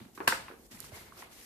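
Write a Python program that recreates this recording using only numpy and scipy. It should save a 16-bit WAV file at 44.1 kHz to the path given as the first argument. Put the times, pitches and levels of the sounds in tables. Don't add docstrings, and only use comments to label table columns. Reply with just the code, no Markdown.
import sys
import numpy as np
from scipy import signal
from scipy.io import wavfile

SR = 44100
rng = np.random.default_rng(int(sys.argv[2]) if len(sys.argv) > 2 else 0)


def int16_out(signal):
    q = np.round(np.clip(np.atleast_2d(signal).T, -1, 1) * 32767)
    wavfile.write(sys.argv[1], SR, q.astype(np.int16))


def convert_level_to_amplitude(level_db):
    exponent = np.asarray(level_db, float) / 20
    return 10 ** exponent


N = 63945
FAR_DAMPING = 1.72

# (time [s], panel level [dB], crack level [dB])
SLAP_CONTACTS = [
    (.2727, -42, -50),
    (.2749, -28, -40),
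    (.2760, -26, -32),
    (.2768, -22, -14),
    (.2779, -19, -14),
    (.2799, -31, -28),
    (.2823, -24, -34),
]
# (time [s], level [dB],
# pitch [Hz], rise to the peak [cycles], left over right [dB])
BUCKLES = [(.002, -56, 1960, 3.9, 1), (0.1757, -37.5, 1210, 2.2, -4), (.1757, -58, 3920, 6.7, -15),
           (.179, -50, 2460, 2.4, -4), (.204, -60, 2600, 3, -3), (.2175, -60, 2100, 3, 0),
           (.203, -35, 892, 1.65, 14.5), (.203, -37, 1710, 2.9, 2), (.2085, -42, 1115, 1.9, -26.5),
           (.2118, -46, 1050, 1.7, 26), (0.327, -27.5, 923, 1.8, 3.5), (0.4817, -39.5, 1940, 1.6, -4.5),
           (.4828, -41, 1116, 2.04, 9.5), (.493, -70, 3260, 2.9, 5), (.511, -44.5, 1460, 2.1, -10),
           (.541, -51, 920, 1.6, 0), (.773, -49.5, 2030, 3.5, 1), (.794, -51.5, 1290, 3.1, -7),
           (.8034, -46.5, 7420, 11, -9), (.8032, -34, 12200, 2.4, -22), (.8033, -49, 4660, 4, -12),
           (.8275, -50.5, 3770, 2.9, -21), (.839, -49, 3000, 1.7, -11), (.842, -47, 1260, 1.8, -10),
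           (.92, -49.5, 644, 1.8, -17), (1.121, -44.5, 1130, 2.7, -4), (1.17, -48.5, 1340, 2, -10),
           (1.2239, -40, 1017, 2.37, -7), (1.2225, -40.5, 1960, 2.7, -1)]


def slap(damping):
    # (frequency [Hz], level [dB], decay time T60 [s])
    panel_modes = [
        (76.7, -29, 0.064),
        (220, -32, 0.031),
        (317, -18.5, 0.17),
        (513, -7, 0.0086),
        (955, -1.5, 0.017),
        (1280, 6, 0.0051),
        (1654, 5.5, 0.011),
        (2200, 6.5, 0.0033),
        (2854, -8.5, 0.013),
        (4530, -9, 0.017),
    ]
    port_lag_s = 0.00017
    contact, mode = np.arange(len(SLAP_CONTACTS))[:, None], np.arange(1, 11)
    spreads = np.cos(contact * mode * 2)
    out = np.zeros((2, N))
    for (s, db, _), row in zip(SLAP_CONTACTS, spreads):
        for k, ((hz, level_db, t60), spread) in enumerate(zip(panel_modes, row)):
            for side in range(2):
                port_db = 7.7 * spread * (1 - 2 * side) * min(1, hz / 1000)
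                tone = ring(s + port_lag_s * side, db + level_db + port_db, hz, t60 / damping)
                out[side] += (-1) ** k * tone
    return pan(band_filter(out, 2, 75, "high") * np.sqrt(damping), 0.25)


def crack():
    # (frequency [Hz], level [dB per Hz])
    crack_colour = [(1500, -4), (3000, -1.5), (4700, -6), (6300, -2), (8200, -3), (10500, -8.5),
                    (13000, -1), (16000, -13)]
    t60_s = .0055
    t = np.arange(N) / SR
    noise = bands(lambda hz: convert_level_to_amplitude(at_hz(crack_colour, hz)))
    noise = rms_one(dip(dip(noise)))
    return noise * sum(convert_level_to_amplitude(db - 60 * np.maximum(t - s, 0) / t60_s) * (t > s) for s, _, db in SLAP_CONTACTS)


def snap():
    pulse = click([(.2775, 10)], [2180, 16000])
    return .45 * pulse + .55 * dip(pulse)


def pops(damping):
    # (time [s], level [dB], pitch [Hz], rise to the peak [cycles], left over right [dB])
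    rebounds = [
        (.3226, -18.5, 1540, 2.7, 0),
        (.3228, -25, 980, 1.6, 0),
    ]
    overtone, overtone_db = 1.208, -4
    out = 0
    for s, db, hz, cycles, lr in BUCKLES + rebounds:
        tone = swell(s, db, hz, cycles / damping)
        upper = swell(s, db + overtone_db, min(hz * overtone, 15000), cycles / damping)
        out = out + pan(tone + upper, lr)
    return out * np.sqrt(damping)


def scuffs():
    scuff_db, t60_s = -1, 0.013
    t = np.arange(N) / SR
    gate = 0
    for s, db, hz, _, _ in BUCKLES:
        if hz < 2500:
            gate = gate + convert_level_to_amplitude(db + scuff_db - 60 * np.maximum(t - s, 0) / t60_s) * (t > s)
    noise = rng.standard_normal(N) + 0.67 * rng.standard_normal((2, N))
    return band_filter(gate * noise, 3, [497, 2550])


def ticks():
    # (time [s], level [dB])
    edge_flicks = [
        (.666, -42),
        (.7922, -33),
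        (.8033, -22),
        (.8045, -36),
        (.8074, -38),
    ]
    return pan(click(edge_flicks, [4420, 13700]), -15)


def thumps(damping):
    # (time [s], level [dB], pitch [Hz], rise to the peak [cycles])
    knocks = [(0.01, -44, 221, 1.93), (0.057, -45, 257, 1.24), (.088, -83, 200, 1.2),
              (0.177, -41.5, 340, 0.77), (.202, -32.5, 350, 1.22), (0.213, -49.5, 369, 5.6),
              (.281, -36.5, 244, 1.38), (.218, -38, 406, 0.73), (.324, -37.5, 527, 3.7),
              (.326, -41.5, 291, 1.73), (0.5013, -39.5, 410, 0.47), (0.51, -43.5, 365, 1.1),
              (0.521, -49, 404, 1.36), (.539, -48, 448, 0.75), (0.595, -48, 277, 0.53),
              (.616, -84.5, 298, 1.5), (0.709, -52.5, 239, 1.6), (0.737, -48.5, 236, 1.95),
              (0.921, -65, 410, 0.38), (.92, -43, 95, 1.05)]
    out = sum(swell(s, db, hz, cycles / damping) for s, db, hz, cycles in knocks)
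    return pan(out, -3) * np.sqrt(damping)


def powder():
    # (time [s], level [dB])
    flow = [(0, -65.5), (.143, -80), (.15, -55), (.2, -60.5), (.45, -61.5), (.55, -69), (.66, -63),
            (.7, -80.5), (.715, -49), (.78, -56.5), (.85, -50), (.91, -61), (.96, -48.5), (1.12, -66.5),
            (1.2, -50.5), (1.29, -69), (1.33, -55), (1.45, -53.5)]
    # (frequency [Hz], level [dB per Hz])
    hiss = [(1180, -67.5), (2000, 12), (2800, -1), (4410, 4), (6950, 1.5), (8800, 3), (14000, 1)]
    # (time [s], level [dB])
    drag = [(0, -54), (.08, -63.5), (.15, -76), (.47, -53.5), (.52, -61), (.68, -88), (.72, -54.5),
            (.8, -60), (.9, -60.5), (.94, -52.5), (1.05, -57.5), (1.15, -63.5), (1.2, -52.5), (1.28, -59),
            (1.45, -62.5)]
    # (frequency [Hz], level [dB per Hz])
    slide = [(300, 2), (600, 5.5), (1000, 4.5), (2000, 0.5), (4000, -3.5), (8000, -33.5)]
    # (time [s], level [dB])
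    singing = [(.9, -98), (.94, -58), (1.03, -62.5), (1.07, -70), (1.115, -65.5), (1.13, -85), (1.17, -70),
               (1.25, -61), (1.28, -88)]
    # (time [s], level [dB])
    grip = [(0, -44), (.1, -74), (.3, -54.5), (.62, -71), (.69, -96), (.73, -59), (.87, -57.5), (1.1, -65),
            (1.45, -70.5)]
    # (frequency [Hz], level [dB per Hz])
    rumble = [(25, 6), (50, -7), (100, 0.5), (200, -9), (350, -7.5), (600, -51)]
    mouth_hz, width_hz = 2126, 150
    edges = [mouth_hz - width_hz / 2, mouth_hz + width_hz / 2]
    mouth = rms_one(band_filter(rng.standard_normal((2, N)), 2, edges))
    out = convert_level_to_amplitude(in_time(flow)) * patchy(hiss, patchy_db=0.97, grain_db=3.5)
    out = out + convert_level_to_amplitude(in_time(drag)) * patchy(slide, patchy_db=1.53, grain_db=1.5)
    out = out + convert_level_to_amplitude(in_time(singing)) * mouth
    return out + convert_level_to_amplitude(in_time(grip)) * patchy(rumble, patchy_db=-0.2, grain_db=0.7)


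def kitchen(x):
    # (frequency [Hz], decay time T60 [s])
    room_t60 = [(100, 1), (260, 0.33), (700, 0.39), (1840, 0.31), (4850, 0.37), (12800, 0.27)]
    # (frequency [Hz], level [dB])
    room_colour = [(100, -16), (300, -3), (1000, -4), (2000, -5), (4000, -5), (8000, -6.5), (13000, -12.5)]
    room_db, start_s, build_s = -33, 0.00049, 0.00053
    early_db, early_s = 4, 0.004
    t = np.maximum(np.arange(N) / SR - start_s, 0)
    echoes = bands(lambda hz: convert_level_to_amplitude(at_hz(room_colour, hz) - 60 * t / at_hz(room_t60, hz)), grain_db=2.0)
    echoes = echoes * (1 - np.exp(-t / build_s)) * convert_level_to_amplitude(early_db * np.exp(-t / early_s))
    return convert_level_to_amplitude(room_db) * signal.fftconvolve(x, echoes, axes=1)[:, :N]


def room_tone():
    # (frequency [Hz], level [dB per Hz])
    background = [(30, -15.5), (50, 13), (90, -18), (230, 1.5), (740, -12), (2300, -27.5), (8000, -19.5),
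                  (14000, -18)]
    return convert_level_to_amplitude(-60.5) * patchy(background, patchy_db=1.1, grain_db=0.9)


def ring(s, db, hz, t60):
    contact_s = 0.00016
    out, i = np.zeros(N), int(s * SR)
    t = np.maximum(np.arange(i, min(N, i + SR // 8)) / SR - s, 0)
    out[i:i + len(t)] = convert_level_to_amplitude(db - 60 * t / t60) * (1 - np.exp(-t / contact_s)) * np.sin(2 * np.pi * hz * t)
    return out


def swell(s, db, hz, cycles):
    out, i = np.zeros(N), int(s * SR)
    t = np.maximum(np.arange(i, min(N, i + SR // 8)) / SR - s, 0) * hz
    envelope = (t / cycles * np.exp(1 - t / cycles)) ** 2.5
    out[i:i + len(t)] = convert_level_to_amplitude(db) * envelope * np.sin(2 * np.pi * t)
    return out


def click(rows, edges_hz):
    out = np.zeros(N)
    for s, db in rows:
        out[int(s * SR)] = convert_level_to_amplitude(db)
    return band_filter(out + 1e-18, 2, edges_hz)


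def patchy(spectrum, patchy_db, grain_db):
    together = drift(44)

    def shape(hz):
        return convert_level_to_amplitude(at_hz(spectrum, hz) + patchy_db * (together + drift(23)))
    return rms_one(bands(shape, grain_db))


def bands(shape, grain_db=0):
    # (frequency [Hz], left-right likeness [-1 to 1])
    likeness = [(60, 0.77), (180, 0.88), (550, 0.56), (1650, -0.015), (4970, -0.048), (15000, -0.048)]
    edges = 25 * 2 ** np.arange(0, 9.6, .5)
    grain = convert_level_to_amplitude(grain_db * np.minimum(rng.exponential(1, (2, 1, N)), 4.0))
    white = rng.standard_normal((2, 2, N)) * grain
    out = 0
    for k, (low, high) in enumerate(zip(edges, edges[1:])):
        mid, side = band_filter(white[k % 2], 2, [low, high])
        hz = np.sqrt(low * high)
        alike = np.clip(at_hz(likeness, hz), -1, 1)
        stereo = np.sqrt(1 + alike) * mid + np.sqrt(1 - alike) * side * [[1], [-1]]
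        out = out + shape(hz) * stereo
    return out


def drift(rate):
    r = np.exp(-80 * np.pi * rate / SR)
    noise = rng.standard_normal(N // 40 + 2002)
    slow = signal.lfilter([1], [1, -2 * r, r * r], noise)[2000:]
    return np.interp(np.arange(N) / 40, np.arange(len(slow)), rms_one(slow))


def rms_one(x):
    return x / np.sqrt(np.mean(x ** 2) + 1e-20)


def in_time(rows):
    s, db = np.transpose(rows)
    return np.interp(np.arange(N) / SR, s, db)


def at_hz(points, hz):
    f, value = np.transpose(points)
    return np.interp(np.log(hz), np.log(f), value)


def pan(x, db):
    return x * convert_level_to_amplitude(np.array([[db / 2], [-db / 2]]))


def band_filter(x, order, hz, kind="band"):
    return signal.sosfilt(signal.butter(order, hz, kind, fs=SR, output="sos"), x)


def dip(x):
    return band_filter(x, 1, [5540, 7190], "stop")


def low_pass(x, hz):
    return signal.sosfilt(signal.cheby2(14, 60, hz, fs=SR, output="sos"), x)


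def scene():
    small = scuffs() + ticks()
    near = crack() + small + slap(1) + pops(1) + thumps(1)
    near = band_filter(near, 2, 70, "high")
    nearer = np.where(np.arange(N) / SR > .7, convert_level_to_amplitude(-6), 1)
    far = snap() + slap(FAR_DAMPING)
    far = far + nearer * (small + convert_level_to_amplitude(-1.5) * pops(3.8))
    far = far + convert_level_to_amplitude(-2.5) * thumps(FAR_DAMPING)
    soft = powder() + room_tone() + kitchen(far)
    return low_pass(near, 15500) + low_pass(soft, 15050)


def top_cut(x):
    return signal.sosfilt(signal.butter(12, 15990, fs=SR, output="sos"), x)


def record(dry):
    mix = band_filter(dry, 4, 41, "high")
    return top_cut(mix)


dry = scene()
out = record(dry)
int16_out(out)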